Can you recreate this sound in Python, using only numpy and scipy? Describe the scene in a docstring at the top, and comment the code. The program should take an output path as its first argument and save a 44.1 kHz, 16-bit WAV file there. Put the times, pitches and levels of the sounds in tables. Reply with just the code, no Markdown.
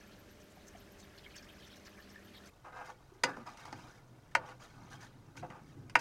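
"""A thin stream of liquid trickles into a steel pan while a fan hums and chirps faintly. At 2.5 s they give way
to a spoon that scrapes the bottom, swishes through the liquid and knocks, over the low rumble of the stove fire.
Place: a cramped, padded cabin, with the microphone close, so direct sound outweighs a short tail.
The trickle is ringing bubbles, with short damped tones throughout; the fan is sine lines and noise,
the fire is noise; the spoon is random slips and struck modes."""
import sys
import numpy as np
from scipy import signal
from scipy.fft import rfft, irfft
from scipy.io import wavfile
from scipy.ndimage import uniform_filter1d

SR = 44100
rng = np.random.default_rng(int(sys.argv[2]) if len(sys.argv) > 2 else 0)


def log_audio(samples):
    """Write samples as a 16-bit WAV file to the path given in sys.argv[1]."""
    # one column per channel
    frames = np.atleast_2d(samples).T
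    # limit to full scale, then quantise
    limited = np.clip(frames, -1, 1)
    pcm = np.round(limited * 32767).astype(np.int16)
    wavfile.write(sys.argv[1], SR, pcm)


N = 264776
TIME = np.arange(N) / SR
POUR_END_S = 2.5


def undb(db):
    """Decibels to gain."""
    return 10 ** (np.asarray(db) / 20)


def level(x, db):
    """Scale to an rms level."""
    return x * undb(db) / np.sqrt(np.mean(x ** 2))


def peak(x, db):
    """Scale to a peak level."""
    return x * undb(db) / np.abs(x).max()


def gain_curve(rows):
    """Rows of (s, dB) as a gain per sample."""
    return undb(np.interp(TIME, *np.transpose(rows)))


def at_hz(points, hz):
    """Read (Hz, value) points on a log-frequency axis."""
    f, value = np.transpose(points)
    return np.interp(np.log(np.maximum(hz, 1)), np.log(f), value)


def response(points, size=4096):
    """Causal, minimum-phase impulse response of a spectrum that falls away beyond its ends."""
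    hz = np.maximum(np.fft.rfftfreq(size, 1 / SR), 1)
    outside = np.minimum(hz / points[0][0], 1) * np.minimum(points[-1][0] / hz, 1)
    cepstrum = irfft(np.log(undb(at_hz(points, hz)) * outside ** 2))
    # folding the cepstrum forward in time makes the response causal
    cepstrum[1:size // 2] *= 2
    cepstrum[size // 2 + 1:] = 0
    return irfft(np.exp(rfft(cepstrum)))


def through(x, impulse):
    """Pass a sound through an impulse response."""
    return signal.fftconvolve(x, impulse)[:len(x)]


def coloured_noise(colour, db):
    """Steady noise with a given spectrum and rms level."""
    return level(through(rng.standard_normal(N), response(colour)), db)


def walk(rate):
    """Smooth random curve of rms 1 that takes a new direction about `rate` times a second."""
    k = int(SR / rate)
    held = np.repeat(rng.standard_normal(N // k + 1), k)
    smooth = uniform_filter1d(uniform_filter1d(held, k), k)
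    return level(smooth[:N], 0)


def clicks(rate, spread_db):
    """Random impulses, `rate` a second; a positive spread makes a few large, a negative one a few small."""
    size = undb(spread_db * np.minimum(rng.exponential(size=N), 4))
    happens = rng.random(N) < rate / SR
    return happens * size * rng.choice([-1, 1], N)


def ring(modes, pitch=1, size=16384):
    """Decaying modes of (Hz, dB, t60 s); neighbours swing in opposite directions."""
    t = TIME[:size]
    out = np.zeros(size)
    for k, (hz, db, t60) in enumerate(modes):
        decay = undb(db - 60 * t / t60)
        out += (-1) ** k * decay * np.sin(2 * np.pi * hz * pitch * t)
    return out


def bubble(hz, cycles, glide=0.13, size=2048):
    """A short ring whose pitch rises, as of a bubble nearing the surface; it falls to 1/e in `cycles` turns."""
    turns = TIME[:size] * hz
    age = np.minimum(turns / cycles, 10)
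    envelope = np.exp(-age) * (1 - np.exp(-turns))
    return envelope * np.sin(2 * np.pi * turns * (1 + glide * age / 10))


def add(out, s, sound):
    """Mix a sound in at time s."""
    i = max(int(s * SR), 0)
    out[i:i + len(sound)] += sound[:max(len(out) - i, 0)]


def froth(spread_db, cycles, count=2200):
    """A crowd of tiny bubbles from 800 Hz to 12 kHz, at random times and strengths."""
    out = np.zeros(N)
    for when, pitch, size in rng.random((count, 3)):
        hz = 800 * 15 ** pitch
        strength = undb(spread_db * min(-np.log(size), np.e))
        add(out, when * N / SR, strength * bubble(hz, cycles))
    return level(out, 0)


def pushes(rows, attack_s, release_s, size=32768):
    """Gain of (start s, length s, dB) pushes: each has a quick rise, an arched hold and an exponential release."""
    arch_db = 3.5  # the middle is this much stronger than the ends
    power, age = np.zeros(N), TIME[:size]
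    for s, length_s, db in rows:
        arch = undb(db + arch_db * (np.sin(np.pi * np.minimum(age / length_s, 1)) - 1))
        rise = np.minimum(age / attack_s, 1)
        release = np.exp(-np.maximum(age - length_s, 0) / release_s)
        add(power, s, (rise * arch * release) ** 2)
    return np.sqrt(power)


STROKE_ATTACK_S, STROKE_RELEASE_S = 0.015, 0.023
SWISH_ATTACK_S, SWISH_RELEASE_S = 0.01, 0.023  # the swish fades as quickly as the scrape
GLIDE_SCRAPE_DB, GLIDE_SWISH_DB = -69.5, -75.5  # the spoon gliding lightly between strokes
# Spoon strokes in the pan. Each row: start in seconds, length in seconds,
# scrape on the bottom in dB, swish of liquid in dB.
STROKES = [(2.637, 0.056, -48, -76), (2.715, 0.14, -44, -66.5), (2.839, 0.079, -52, -60.5),
           (3.244, 0.074, -42, -61), (3.316, .12, -52.5, -68.5), (3.454, 0.046, -48.5, -59.5),
           (3.504, 0.32, -55.5, -61.5), (3.782, 0.2, -59, -65.5), (4.307, .016, -81, -65),
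           (4.372, 0.085, -49, -83), (4.451, 0.068, -50.5, -61.5), (4.591, 0.071, -56.5, -60.5),
           (4.676, 0.31, -59.5, -68), (4.897, 0.063, -54, -56), (4.998, 0.062, -57, -58),
           (5.363, 0.02, -61, -52), (5.419, 0.031, -46, -81), (5.488, 0.089, -52.5, -74),
           (5.625, 0.11, -70, -70.5), (5.986, .012, -52, -39.5)]


def stroke_gains():
    """Gains of scrape and swish: each stroke lifts both above the light glide of the spoon."""
    start_s, length_s, scrape_db, swish_db = np.transpose(STROKES)
    scrape = pushes(zip(start_s, length_s, scrape_db), STROKE_ATTACK_S, STROKE_RELEASE_S)
    swish = pushes(zip(start_s, length_s, swish_db), SWISH_ATTACK_S, SWISH_RELEASE_S)
    return np.hypot(scrape, undb(GLIDE_SCRAPE_DB)), np.hypot(swish, undb(GLIDE_SWISH_DB))


# The steel pan's modes, damped by its contents. Each row: frequency in Hz, relative level in dB,
# 60 dB decay time in seconds. 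Rubbing and knocks both play it.
PAN = [(174.4, -12, 0.047), (288, -9, 0.096), (439, -12.5, 0.093), (525.5, 2.5, 0.1), (695, -13, 0.122),
       (820, -2.5, 0.13), (934, -0.5, 0.112), (1050, -14.5, 0.39), (1201, -8.5, 0.15), (1491, -6.5, 0.1),
       (1555, -10, 0.53), (1868, -3, 0.11), (2016, 2.5, 0.091), (2214, 0.5, 0.025), (2477, -26, 0.1),
       (2417, -9, 0.079), (2860, -5, 0.089), (3140, -19, 0.045), (4780, -13.5, 0.023), (4500, -50.5, .09),
       (5100, -26, 0.059), (7100, -25.5, .055)]
# Dry rub of spoon on bottom. Each row: frequency in Hz, relative level in dB.
SCRAPE_COLOUR = [(200, -19.5), (380, -12.5), (520, -3), (640, -4.5), (850, 2.5), (1200, -2.5), (1400, -2.5),
                 (1650, -7), (2100, -21.5), (2500, -12), (3300, -28), (6000, -32)]
# How hard rubbing excites the pan. Each row: frequency in Hz, relative level in dB.
RUB_DRIVE = [(300, -17), (520, 2), (700, -14), (950, -1), (1200, 8.5), (1600, 2.5), (2100, -9), (2450, -17),
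             (6000, -21.5)]
# The spoon dragging down the wall after the first knock. Each row: start in seconds, length in seconds, level in dB.
DRAGS = [(3.258, .08, -46.5)]
# Tone of that drag. Each row: frequency in Hz, relative level in dB.
DRAG_COLOUR = [(1100, -32), (1450, 7.5), (1720, 15), (1900, -17), (2200, -34), (2750, -22), (3500, -19)]
# Tone of the swept liquid. Each row: frequency in Hz, relative level in dB.
SWISH_COLOUR = [(900, -15), (1400, 2), (1900, 3.5), (2600, -1), (3300, 0.5), (5200, 0), (6500, 1),
                (7600, -7), (9000, -8.5), (11000, -13), (15000, -17.5)]


def stirring():
    """The spoon sticks and slips on the bottom, ringing the pan, and sweeps liquid over the hot steel."""
    slips = clicks(rate=1800, spread_db=3.0) * undb(2.54 * walk(90))
    rub = level(through(slips, response(SCRAPE_COLOUR)), -3.55)
    # spoon and sloshing liquid load the pan now here, now there, so its resonances shift
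    ringing = sum(through(slips * walk(9), ring(PAN, pitch)) for pitch in (.95, 1, 1.04))
    ringing = through(ringing, response(RUB_DRIVE))
    # even out the ringing so that the strokes alone set its strength
    local_rms = np.sqrt(uniform_filter1d(ringing ** 2, size=2048) + 1e-12)
    pan = undb(-9.0) * ringing / local_rms
    drag_tone = level(through(slips, response(DRAG_COLOUR)), 0)
    drag = drag_tone * pushes(DRAGS, STROKE_ATTACK_S, STROKE_RELEASE_S)
    spatter = level(clicks(rate=1400, spread_db=-1.0), 0)
    bubbles = undb(-1.5) * froth(spread_db=-3.5, cycles=14.6)
    wet = (spatter + bubbles) * undb(1.2 * walk(60))
    liquid = level(through(wet, response(SWISH_COLOUR)), 0)
    scrape, swish = stroke_gains()
    return (rub + pan) * scrape + drag + liquid * swish


def pan_ring(size=16384):
    """Each blow finds the modes in its own proportions; the uneven load splits each into a close pair."""
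    chance = rng.standard_normal((len(PAN), 3))
    modes, twins = [], []
    for (hz, db, t60), (loud, twin_loud, apart) in zip(PAN, chance):
        modes.append((hz, db + 1.5 * loud, t60))
        twins.append((hz * (1 + .035 * apart), db - 2 + 2 * twin_loud, .5 * t60))
    return (ring(modes) + ring(twins)) * (1 - np.exp(-TIME[:size] / 0.0011))


# The spoon's short, hollow clack. Each row: frequency in Hz before the knock's pitch factor,
# relative level in dB, 60 dB decay time in seconds.
SPOON = [(747, -5, 0.0086), (920, -2, 0.026), (1220, -8.5, 0.014), (1450, -1.5, 0.02), (1840, 1, 0.0079),
         (2275, 3, 0.0056), (2757, -21.5, 0.029)]
# Tone of the chattering contact. Each row: frequency in Hz, relative level in dB.
TICK_COLOUR = [(1500, -2), (3000, -0.5), (3900, -10), (4800, 1), (5400, -2.5), (6500, -6), (7700, -12),
               (8600, -9.5), (10000, -18), (15000, -30)]
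# Spoon knocks on the pan. Each row: start in seconds, nominal clack peak in dB, tick peak in dB,
# pan ring peak in dB, gap to the second contact in seconds, pitch factor of the clack.
KNOCKS = [(3.2353, -15, -16.5, -20.5, 0.0031, 1.03), (3.367, -36.5, -54, -68, 0.0028, 0.58),
          (3.572, -55, -49, -72, 0.0015, 0.59), (3.653, -41.5, -47, -60, 0.001, 0.59),
          (3.7254, -40, -40, -46.5, 0.0028, 0.92), (4.3502, -11, -26.5, -31.5, 0.0018, 1),
          (4.488, -49, -61, -46, 0.0018, 0.77), (5.353, -51, -72, -65, 0.0032, 0.59),
          (5.368, -47, -48, -52, 0.00372, 1), (5.428, -47, -65, -52, .003, 0.46),
          (5.501, -49.5, -57, -47, 0.0021, 1.33), (5.8962, -46, -46, -76, 0.00061, 1.1),
          (5.9535, -7.5, -25, -26.5, 0.0018, 1.014)]


def knocks(size=16384):
    """Each knock lands twice, edge then bowl: the spoon clacks, the contact chatters and the pan rings on."""
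    out, t = np.zeros(N), TIME[:size]
    for s, clack_db, tick_db, ring_db, gap_s, pitch in KNOCKS:
        chatter = rng.standard_normal(size) * np.exp(-t / 0.0033) * (1 - np.exp(-t / 0.0015))
        tick = peak(through(chatter, response(TICK_COLOUR)), tick_db)
        clack = peak(ring(SPOON, pitch), clack_db)
        pan = peak(pan_ring(), ring_db)
        add(out, s, tick + pan + 0.36 * clack)
        add(out, s + gap_s, 1.004 * clack)
    return out


def splash(hz, length_s, count=40, size=4096):
    """A spurt hits the surface with a faint spit and traps a cluster of bubbles of roughly one size."""
    out = np.zeros(size)
    times = rng.random(count) * length_s
    pitches = rng.laplace(size=count).clip(-3, 3)
    strengths = rng.uniform(-0.71, 1, count)
    for s, pitch, strength in zip(times, pitches, strengths):
        drop = bubble(min(hz * 2 ** (.22 * pitch), SR / 3), cycles=9.7)
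        spit = 0.92 * np.array([1, -.4])
        add(out, s, strength * drop)
        add(out, s, strength * spit)
    return out / np.sqrt(np.sum(out ** 2) / (length_s * SR))


FIZZ_DB = -4  # steady fizz, relative to the flow
# small random spurts: level relative to the flow, middle pitch, spread either way, length
DRIBBLE_DB, DRIBBLE_HZ, DRIBBLE_OCTAVES, DRIBBLE_S = -4.5, 4790, 0.62, 0.027
# Flow of the trickle into the pan. Each row: time in seconds, level in dB.
FLOW = [(0.0, -60), (0.34, -68.5), (1.43, -60.5), (1.91, -61.5), (2.37, -61.5), (2.5, -58.5)]
# Tone of the fizz. Each row: frequency in Hz, relative level in dB.
TRICKLE_COLOUR = [(500, 0), (900, -17.5), (1700, -1), (2500, -3.5), (3500, -8.5), (6200, -5), (8000, -14),
                  (15000, -7)]
# Larger spurts of the stream. Each row: start in seconds, level in dB, typical bubble pitch in Hz,
# length in seconds.
SPLASHES = [(0.4, -68, 6340, 0.019), (0.667, -62.5, 6340, 0.025), (.732, -63.5, 2090, .03),
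            (0.994, -64.5, 6140, .028), (1.177, -58, 4370, 0.01), (1.228, -61, 3400, 0.031),
            (1.339, -60, 2470, 0.058), (1.354, -56, 5170, .033), (1.485, -60, 2900, .021),
            (1.619, -61.5, 3350, 0.035), (1.692, -61.5, 3350, .055), (1.851, -60, 5420, 0.021),
            (1.867, -57.5, 1800, 0.013), (1.974, -59, 1800, .03), (2.345, -59, 3500, 0.038)]


def pour(count=22):
    """The thin stream fizzes and dribbles as strongly as it flows, with a larger spurt now and then."""
    bubbles = froth(spread_db=1.3, cycles=6.4, count=6000)
    out = level(through(bubbles, response(TRICKLE_COLOUR)), FIZZ_DB)
    for k, (when, pitch) in enumerate(rng.random((count, 2))):
        hz = DRIBBLE_HZ * 2 ** (DRIBBLE_OCTAVES * (2 * pitch - 1))
        s = (k + when) / count * POUR_END_S
        add(out, s, undb(DRIBBLE_DB) * splash(hz, DRIBBLE_S))
    out = out * gain_curve(FLOW)
    for s, db, hz, length_s in SPLASHES:
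        add(out, s, undb(db) * splash(hz, length_s))
    return out


# Short damped tones: low thuds and ringing with the knocks, bubble-like blips high and low.
# Each row: start in seconds, peak in dB, pitch in Hz, ring in cycles (to 1/e).
SHORT_TONES = [(.572, -53, 725, 2.1), (.684, -50, 6100, 16), (.75, -48.5, 680, 4.5),
               (1.263, -46.5, 2180, 19), (2.159, -45.5, 1770, 16), (3.119, -51, 379, 3.3),
               (3.24, -34.5, 385, 1.3), (3.376, -45.5, 218, 1.2), (3.727, -36.5, 850, 3.3),
               (3.728, -43.5, 285, 0.8), (4.362, -37, 539, 8.3), (5.428, -42, 713, 12),
               (5.433, -46.5, 528, 6), (5.437, -43, 890, 8)]


def short_tones():
    """Low thuds, ringing and bubble-like blips: single damped sines whose pitch rises slightly as they die."""
    out = np.zeros(N)
    for s, db, hz, cycles in SHORT_TONES:
        add(out, s, peak(bubble(hz, cycles, glide=0.039, size=8192), db))
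    return out


CHIRP_FIRST_S, CHIRP_PERIOD_S, CHIRP_WIDTH_S = .078, .1209, .011
SQUEAL_DB = -71  # rms before it is cut into chirps and made to waver
FAN_AIR_DB = -59  # rms before its slight wavering
# Steady lines of the fan. Each row: frequency in Hz, rms in dB before slow swelling, rms pitch waver in Hz.
HUM = [(199.3, -67.5, 0.21), (314.6, -70, 3.5), (399.6, -69.5, .46), (593, -72, 9)]
# Air moved by the fan. Each row: frequency in Hz, relative level in dB per Hz.
FAN_AIR = [(12, -28), (20, -6), (70, 1), (148, -5.5), (202, -2.5), (505, -9), (597, -9), (667, -11),
           (985, -16), (1580, -17), (6020, -26), (9930, -32.5), (13500, -33), (15500, -38)]
# Tone of the chirp. Each row: frequency in Hz, relative level in dB.
CHIRP_COLOUR = [(12000, -33), (12700, 4), (13300, -2), (13900, -9), (14600, -22)]


def fan():
    """Wavering hum, moving air and a very high chirp that repeats evenly."""
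    hum = np.zeros(N)
    for hz, db, waver in HUM:
        turns = np.cumsum(hz + waver * walk(40.07)) / SR
        hum += level(np.sin(2 * np.pi * turns), db) * undb(1.7 * walk(0.51))
    air = coloured_noise(FAN_AIR, FAN_AIR_DB) * undb(0.28 * walk(8.6))
    # seconds from the nearest chirp
    periods = (TIME - CHIRP_FIRST_S) / CHIRP_PERIOD_S
    from_chirp_s = ((periods + .5) % 1 - .5) * CHIRP_PERIOD_S
    squeal = coloured_noise(CHIRP_COLOUR, SQUEAL_DB) * undb(2 * walk(6.3))
    return hum + air + squeal * np.exp(-(from_chirp_s / CHIRP_WIDTH_S) ** 2)


DRAUGHT_DB, DRAUGHT_RISE_DB_PER_S = -70.5, 4  # level at the end of the pour, and its growth
THUMP_ATTACK_S, THUMP_RELEASE_S = 0.03, 0.036
STOVE_AIR_DB = -63.5
# Low rumble of the fire, and tone of the thumps. Each row: frequency in Hz, relative level in dB.
DRAUGHT_COLOUR = [(40, -27.5), (80, -10.5), (130, -0.5), (190, -11), (300, -10.5), (500, -26.5)]
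# Low thumps under the stirring and knocks. Each row: start in seconds, length in seconds, level in dB.
THUMPS = [(3.217, 0.071, -58), (3.66, 0.23, -58), (4.746, 0.29, -57), (5.34, 0.16, -51),
          (5.742, 0.12, -52.5)]
# Soft, even air of the stove. Each row: frequency in Hz, relative level in dB per Hz.
STOVE_AIR = [(20, 3.5), (35, 3), (70, -4), (130, 2.5), (207, -14.5), (330, -8.5), (430, -10.5),
             (650, -11.5), (1000, -16), (1600, -23.5), (2500, -27), (6000, -30.5), (15500, -38)]


def fire():
    """The stove's draught rumbles as low noise, growing slowly, with low thumps at times, over a soft, even hiss."""
    draught = undb(DRAUGHT_DB + DRAUGHT_RISE_DB_PER_S * (TIME - POUR_END_S))
    thumps = pushes(THUMPS, THUMP_ATTACK_S, THUMP_RELEASE_S)
    rumble = coloured_noise(DRAUGHT_COLOUR, 0) * np.hypot(draught, thumps)
    return rumble + coloured_noise(STOVE_AIR, STOVE_AIR_DB)


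# The padded cabin's decay. Each row: frequency in Hz, 60 dB decay time in seconds.
CABIN_T60 = [(150, 1), (600, 0.068), (2000, 0.069), (5000, 0.081), (14000, 0.027)]


def cabin(x, wet_db, size=16384):
    """Close, soft walls: a dense noise tail, each octave dying at its own rate and the top soonest."""
    t, hz = TIME[:size], np.fft.rfftfreq(size, 1 / SR)
    noise, tail = rfft(rng.standard_normal(size)), 0
    for centre in 125 * 2 ** np.arange(8):
        octave = np.maximum(1 - np.abs(np.log2(np.maximum(hz, 1) / centre)), 0)
        tail = tail + irfft(noise * octave) * undb(-60 * t / at_hz(CABIN_T60, centre))
    tail *= 1 - np.exp(-(t / 0.00075) ** 2)
    return x + undb(wet_db) * through(x, tail / np.sqrt(np.sum(tail ** 2)))


# Faint noise, strongest at the lowest frequencies with some high hiss, opposite in left and right. Each row:
# frequency in Hz, relative level in dB.
SIDE_COLOUR = [(20, 21), (70, 19.5), (250, 6.5), (600, 4), (2000, -20), (4500, -18.5), (7000, -4),
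               (11000, 10), (15000, 7)]


def scene():
    """Pouring, then stirring, in the centre; a faint noise, strongest at the lowest frequencies, is opposite in
    left and right."""
    pouring = np.clip((POUR_END_S - TIME) / 0.0072 + .5, 0, 1)  # gives way within 7.2 ms
    first = fan() + cabin(pour(), wet_db=-7.0)
    second = fire() + cabin(stirring(), wet_db=-8) + cabin(knocks(), wet_db=-5.5)
    centre = pouring * first + (1 - pouring) * second + cabin(short_tones(), wet_db=-9.5)
    side = coloured_noise(SIDE_COLOUR, -82.0)
    return centre + side * np.array([[1], [-1]])


def record(dry):
    """The recorder cuts the top steeply, with an elliptic low-pass at 15.8 kHz."""
    low_pass = signal.ellip(10, .1, 80, 15800, fs=SR, output="sos")
    return signal.sosfilt(low_pass, dry)


dry = scene()
out = record(dry)
log_audio(out)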